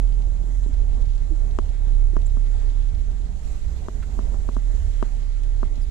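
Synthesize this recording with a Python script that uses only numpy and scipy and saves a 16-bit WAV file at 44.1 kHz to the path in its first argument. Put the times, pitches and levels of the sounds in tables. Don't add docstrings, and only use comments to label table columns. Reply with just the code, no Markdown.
import sys
import numpy as np
from scipy import signal
from scipy.fft import rfft, irfft, next_fast_len
from scipy.io import wavfile
from scipy.ndimage import uniform_filter1d, map_coordinates

SR = 44100
rng = np.random.default_rng(int(sys.argv[2]) if len(sys.argv) > 2 else 0)


def materialize(psi):
    bounded = np.clip(np.atleast_2d(psi).T, -1, 1)
    quanta = np.round(bounded * 32767).astype(np.int16)
    wavfile.write(sys.argv[1], SR, quanta)


def ratio(d):
    e = np.asarray(d, float) / 20
    return 10 ** e


N = 260190
TOP_HZ = 14750


def unit(x):
    return x / np.sqrt(np.mean(x ** 2) + 1e-20)


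def along(points, hz):
    f, v = np.transpose(points)
    return np.interp(np.log(hz + 1), np.log(f + 1), v)


def curves(rows):
    s, *cols = np.transpose(rows)
    return [np.interp(np.arange(N) / SR, s, c) for c in cols]


def wobble(rate):
    knots = rng.standard_normal(400)
    return map_coordinates(knots, [np.arange(N) * rate / SR], mode="mirror")


def swells(rows):
    t = np.arange(N) / SR
    return sum(db * np.exp(-((t - s) / half) ** 2) for s, db, half in rows)


def filtered(x, response):
    m = next_fast_len(x.shape[-1] + 8192)
    spectrum = rfft(x, m) * response(np.fft.rfftfreq(m, 1 / SR))
    return irfft(spectrum, m)[..., :x.shape[-1]]


def resonance(f, hz, width_hz):
    return 1j * f * width_hz / (hz * hz - f * f + 1j * f * width_hz)


def add(track, s, sound):
    part = track[..., round(s * SR):][..., :sound.shape[-1]]
    part += sound[..., :part.shape[-1]]


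def cabin(source, spectrum):
    # frequency in Hz, left minus right in dB.
    left_minus_right = [(25, -6), (110, -7), (220, -5.5), (370, -3), (700, -8), (1500, -12.5), (2150, -5.5),
                        (3000, -11), (5600, -12), (6400, -15), (7600, -18), (8600, -8.5), (11000, -10),
                        (14000, -8)]
    # frequency in Hz, likeness of left and right from 0 to 1.
    likeness = [(20, 0.69), (100, 1), (200, 0.81), (400, .8), (650, .72), (1150, .55), (1700, 0.08),
                (12000, 0.033)]
    # frequency in Hz, lead of the left microphone in radians.
    left_lead = [(250, .1), (400, -.1), (650, -.8), (1150, -2.2), (2000, -3)]

    def blend(hz):
        angle = np.arccos(np.clip(along(likeness, hz), 0, 1)) / 2
        return ratio(along(spectrum, hz)) * np.array([np.cos(angle), np.sin(angle)])

    def share(hz):
        left = np.array([[1], [0]])
        tilt_db = along(left_minus_right, hz)
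        return ratio(tilt_db * left) / (1 + ratio(tilt_db)) * np.exp(1j * along(left_lead, hz) * left)

    both, apart = filtered(source, blend)
    pair = filtered(np.array([both + apart, both - apart]), share)
    return pair / np.std(pair.mean(0))


def rush(patchy_db, drops=0, drop_share=0):
    z = signal.stft(rng.standard_normal((2, N)), nperseg=512)[2]
    field = uniform_filter1d(rng.standard_normal(z.shape[1:]), size=7, axis=0)
    field = uniform_filter1d(field, size=10, axis=1)
    noise = unit(signal.istft(z * ratio(patchy_db * unit(field)), nperseg=512)[1][:, :N])
    sizes_db = np.minimum(3 * rng.exponential(size=(2, N)), 9)
    struck = rng.random((2, N)) < drops / SR
    hits = struck * ratio(sizes_db) * rng.choice([-1, 1], (2, N))
    return noise + drop_share * unit(hits)


def buffet(wind_db):
    # frequency in Hz, level in dB per Hz.
    body_spectrum = [(8, -19), (15, -1), (24, 1.5), (30, -2.5), (45, -6.5), (58, -3), (72, -6), (90, -19.5),
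                     (140, -29.5), (220, -45), (400, -87)]
    # time in seconds, rise in dB, half length in seconds.
    shoves = [(.14, 5.5, 0.032), (.9, 4, 0.13), (2.2, 5, 0.12), (3.05, 3.5, 0.39), (3.85, 2, 0.15),
              (4.83, 7.5, 0.098), (5.6, 2.5, 0.24)]
    level_db = -29 + 0.96 * wind_db + swells(shoves) + 0.2 * wobble(4.7)
    return ratio(level_db) * cabin(rush(patchy_db=0.5), body_spectrum)


def roar(wind_db, gust):
    # frequency in Hz, level in dB per Hz.
    roar_spectrum = [(76, -12.5), (130, -3), (209, -7), (345, -13), (430, -11), (488, -16), (743, -17.5),
                     (1050, -25), (1600, -42.5), (2080, -61), (3520, -120)]
    level_db = -48 + wind_db + 1.06 * gust + 1.53 * wobble(14)
    return ratio(level_db) * cabin(rush(patchy_db=1.5, drops=110, drop_share=0.39), roar_spectrum)


def rain(rainfall_db, gust):
    # frequency in Hz, level in dB per Hz.
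    roof_spectrum = [(650, -8), (1100, -1), (1900, 0.5), (2040, 1.5), (2230, -2), (2960, -4.5), (4090, -4),
                     (4620, -8), (5500, -11.5), (7150, -29), (12100, -120)]
    level_db = -61 + rainfall_db + 0.52 * gust + 0.73 * wobble(32)
    return ratio(level_db) * cabin(rush(patchy_db=1.5, drops=150, drop_share=0.28), roof_spectrum)


def spray(rainfall_db, gust):
    # frequency in Hz, level in dB per Hz.
    glass_spectrum = [(2800, -37), (4800, -9), (6400, 0.5), (7500, 0.5), (8300, -5), (8800, -6.5),
                      (11700, -11.5), (13000, -14.5), (16000, -39)]
    # time in seconds, rise in dB, half length in seconds.
    sheets = [(.54, 2.5, 0.17), (1.4, 2, .15), (2.5, 1.5, 0.17), (3.52, 3.5, 0.13), (4.1, 2.5, .4),
              (4.85, 4, 0.3)]
    level_db = -64.5 + .2 * rainfall_db + swells(sheets) + 0.75 * gust + 0.1 * wobble(29)
    return ratio(level_db) * cabin(rush(patchy_db=1.0, drops=120, drop_share=0.075), glass_spectrum)


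def storm():
    # time in seconds, wind in dB, rainfall in dB.
    weather = [(0, 0.5, -1), (.3, -0.5, -1), (.55, -0.5, -2), (.8, 2, 0.5), (1.2, 2, -0.5), (1.65, 0.5, 1),
               (2.1, 0, -1.5), (2.6, 1, 3.5), (3.1, -0.5, -0.5), (3.5, 0.5, 1.5), (3.9, 0.5, 1),
               (4.35, 4, 1.5), (4.6, -2.5, 1), (5, 0, 3.5), (5.3, -2, 2.5), (5.9, 0, 0.5)]
    wind_db, rainfall_db = curves(weather)
    gust = .65 * wobble(11)
    return buffet(wind_db) + roar(wind_db, gust) + rain(rainfall_db, gust) + spray(rainfall_db, gust)


def engine():
    # time in seconds, firing rate in Hz, load in dB.
    running = [(0, 39.12, 3.5), (.3, 40.32, 0.5), (.61, 41.64, 1), (.8, 39.9, -2.5), (1.11, 35.62, -0.5),
               (1.73, 34.7, -2.5), (1.97, 34.1, 3), (2.2, 33.61, 0.5), (2.4, 33.77, 3), (2.68, 34.28, 0.5),
               (3.09, 38.8, -4), (3.5, 49.28, -8), (3.8, 44.41, -9.5), (4.35, 42.23, -2), (4.58, 39.27, 0),
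               (5.0, 35.64, -3.5), (5.33, 35.21, -1.5), (5.9, 33.1, -4)]
    # multiple of firing, rms in dB, cabin mode in Hz, its width in Hz, growth in dB per dB of load.
    orders = [
        (1, -19, 34.6, 15.1, 0.93),
        (2, -37, 67.1, 5.7, 0.75),
        (4, -52.5, 169, 52, 0.74),
    ]
    # multiple of firing, rms in dB.
    weak_orders = [(3, -53), (5, -68.5)]
    hz, load_db = curves(running)
    hz_per_s = uniform_filter1d(np.gradient(hz) * SR, size=SR // 3)
    pull_db = np.clip(0.14 * hz_per_s, -6, 6)
    turn = 2 * np.pi * np.cumsum(hz) / SR + .08 * wobble(5)
    x = 0
    for k, db, mode_hz, width_hz, growth in orders:
        near = abs(resonance(k * hz, mode_hz, width_hz))
        if round(k) == 4:
            near = near * ratio(pull_db + 1.5)
        level_db = db + 4.0 + growth * load_db + 1.66 * wobble(5.044)
        x = x + near * ratio(level_db) * np.sin(round(k) * turn + k)
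    for k, db in weak_orders:
        x = x + ratio(db + 3.5 + 1.3 * wobble(7)) * np.sin(k * turn + k)
    return np.array([ratio(-3.5) * x, ratio(2.5) * x])


def patter():
    # time in seconds, rise in dB, half length in seconds.
    flurries = [(.07, 6, .15), (1, 6, .3), (2.9, 6, .4)]
    drops_per_s, splash_t60_s = 70, 0.045
    hits = (rng.random(N) < drops_per_s / SR) * ratio(3.7 * rng.standard_normal(N))
    splash = signal.fftconvolve(hits, ratio(-60 * np.arange(1024) / SR / splash_t60_s))[:N]
    sound = filtered(splash * rng.standard_normal((2, N)), lambda f: resonance(f, 3450, 3400) ** 2)
    return ratio(-65 + swells(flurries)) * unit(sound) * ratio([[-5], [-7]])


def ticks():
    # time in seconds, peak in dB, left minus right in dB before 7 dB is added to all.
    small_drops = [(0.0724, -42, -7), (0.0904, -44, -6), (0.1223, -38, -3), (0.3754, -43, -11),
                   (0.7374, -36.5, -12), (0.771, -42, -11.5), (1.0137, -38, -4), (1.0204, -36, -7),
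                   (1.0564, -38, -7), (1.1324, -38, -4), (1.153, -35.5, -8), (1.1781, -38, -14),
                   (1.2224, -43, -7), (1.301, -46, -4), (1.508, -38, -11), (1.6902, -35, -8),
                   (2.2164, -33, -14), (2.2987, -38.5, -8.5), (2.4627, -39, -12), (2.8872, -37, -7),
                   (2.9867, -44, -7.5), (3.1138, -36, -10), (3.6497, -45, -9.5), (4.0294, -37, -23),
                   (4.5447, -32, -14), (5.4337, -34, -22), (5.7554, -34.5, -14), (5.7773, -39, -25)]
    t60_s, rise_s = 0.036, 0.0016
    out, t = np.zeros((2, N)), np.arange(2048) / SR
    envelope = ratio(-60 * t / t60_s) * (1 - np.exp(-t / rise_s))
    for s, db, pan_db in small_drops:
        top_db = -27 - .35 * pan_db + 3 * rng.standard_normal()

        def splash(f):
            return resonance(f, 3500, 3800) ** 2 + ratio(top_db) * resonance(f, 6000, 6000) ** 3

        burst = filtered(rng.standard_normal((2, len(t))) * envelope, splash)
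        burst = burst / abs(burst).max(1, keepdims=True)
        side = ratio([[pan_db + 7], [0]])
        add(out, s - .001, ratio(db - 10) * burst * 2 * side / side.sum())
    return out


def rattles():
    starts = [1.303, .682, 2.54, 4.024, 5.04]
    # peak in dB, centre in Hz, shaking t60 in seconds, width as a share of the centre.
    trim = [(-31.5, 305, 0.045, 0.1), (-34, 270, 0.025, 0.15), (-44, 780, 0.067, 0.33),
            (-37, 1500, 0.05, 1.1), (-44, 990, 0.082, 1.01)]
    out, t = np.zeros((2, N)), np.arange(6000) / SR
    for s, (db, hz, t60, width) in zip(starts, trim):
        shake = rng.standard_normal((2, len(t))) * ratio(-60 * t / t60) * (1 - np.exp(-t / 0.0063))
        shake = filtered(shake[0] + .5 * shake, lambda f: resonance(f, hz, width * hz) ** 2)
        add(out, s, ratio(db) * shake / abs(shake).max() * ratio([[-4], [3]]))
    return out


def squeak(rows, overtones_db, left_db):
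    hz, db = curves(rows)
    t = np.arange(N) / SR
    turn = 2 * np.pi * np.cumsum(hz) / SR
    tone = np.sin(turn)
    for k, overtone_db in enumerate(overtones_db, 2):
        tone = tone + ratio(overtone_db) * (hz * k < TOP_HZ) * np.sin(k * turn)
    tremble_db = 1.9 * np.sin(2 * np.pi * 170 * t + 2 * wobble(60))
    slipping = (t > rows[0][0]) * (t < rows[-1][0])
    return tone * ratio(db + tremble_db) * slipping * ratio([[left_db], [5]])


def seals():
    # time in seconds, pitch in Hz, level in dB.
    rising_slip = [(2.256, 6600, -57), (2.262, 7410, -54), (2.268, 7240, -46), (2.271, 8500, -57),
                   (2.274, 11300, -57)]
    # time in seconds, pitch in Hz, level in dB.
    low_slip = [(5.812, 5600, -66), (5.821, 5050, -55), (5.828, 4700, -62), (5.836, 4850, -56),
                (5.845, 4900, -66)]
    rising = 1.3 * squeak(rising_slip, [-14], left_db=-22)
    return rising + squeak(low_slip, [-5, -11], left_db=-8)


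def knocks():
    # mode in Hz, width in Hz, level in dB.
    panel_modes = [(241.5, 64, 1), (368, 88, 2), (632, 103, -1), (956, 110, -6), (1146, 270, 4),
                   (1490, 430, -4)]
    # time in seconds, peak in dB, nearness to the panel's middle, crack in dB.
    hard_drops = [
        (1.585, -15, 0, -19),
        (2.164, -19.5, 0.077, -23),
        (2.368, -29.5, 1.2, -24),
        (3.882, -21.5, 0.17, -23.5),
        (4.188, -22, .7, -25),
        (4.34, -32, 0.69, -30),
        (4.487, -22, 0.55, -28),
        (4.564, -21.5, 0.8, -26),
        (5.024, -15, 0.19, -24),
        (5.628, -20, 0.23, -33),
    ]
    # time in seconds, peak in dB, nearness to the middle, contact in ms.
    soft_drops = [(0.433, -38.5, -0.23, 1.5), (0.66, -31.5, 0.056, 1.16), (0.943, -41, 0.61, 4),
                  (2.131, -31.5, -1.5, 1.82), (2.252, -44, -1.1, 3), (3.2, -39, -0.84, 1.86),
                  (3.648, -46, -0.041, .92), (5.775, -37, 0.72, 1.2)]
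    out, t = np.zeros((2, N)), np.arange(2048) / SR - .003
    hard = [(s, db, near, crack_db, 0.58 + 0.074 * near) for s, db, near, crack_db in hard_drops]
    soft = [(s, db, near, -40, contact_ms) for s, db, near, contact_ms in soft_drops]
    splash = ratio(-60 * abs(t) / 0.0024) + ratio(-10 - 60 * abs(t) / 0.045)

    def splash_tone(f):
        return resonance(f, 2950, 1100) ** 2 + ratio(-7) * resonance(f, 5500, 5000) ** 3

    for s, db, near, crack_db, contact_ms in hard + soft:
        lift_db = [2 + 8.5 * near, 3.5 - 8 * near] + list(rng.normal(0, 1, len(panel_modes) - 2))

        def panel(f):
            return sum(ratio(g + d) * resonance(f, hz, w) for (hz, w, g), d in zip(panel_modes, lift_db))

        ring = -filtered(np.exp(-(2000 * t / contact_ms) ** 2), panel)
        ring = ring / abs(ring).max() * ratio([[0], [-21]])
        burst = (t > 0) * splash * (rng.standard_normal((2, len(t))) + 5 * (abs(t) < 4e-5))
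        crack = filtered(burst, splash_tone)
        crack = crack / abs(crack).max(1, keepdims=True) * ratio([[0], [-9]])
        add(out, s, ratio(db + 6.5) * (ring + ratio(crack_db) * crack))
    return out


def scene():
    return storm() + engine() + patter() + ticks() + rattles() + seals() + knocks()


def top_gate(x):
    # lower edge in Hz, upper edge in Hz, share of time off.
    top_bands = [(12800, 13550, .35), (13550, 14250, .86), (14250, 15000, .96)]
    hz, _, z = signal.stft(x, SR, nperseg=1024)
    keep = np.ones(z.shape[1:])
    for lo, hi, off in top_bands:
        band = (hz >= lo) & (hz < hi)
        power = uniform_filter1d((abs(z[:, band]) ** 2).sum((0, 1)), size=2)
        keep[band] = power > np.quantile(power, off)
    return signal.istft(z * keep, SR, nperseg=1024)[1][:, :N]


def band_limit(x):
    return signal.sosfilt(signal.butter(12, 14870, fs=SR, output="sos"), x)


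def record(dry):
    def microphones(hz):
        bass_cut = 1j * hz / (45 + 1j * hz)
        return np.array([bass_cut, 1 + 0 * hz]) / (1 + (hz / TOP_HZ) ** 60)

    return band_limit(top_gate(filtered(dry, microphones)))


dry = scene()
out = record(dry)
materialize(out)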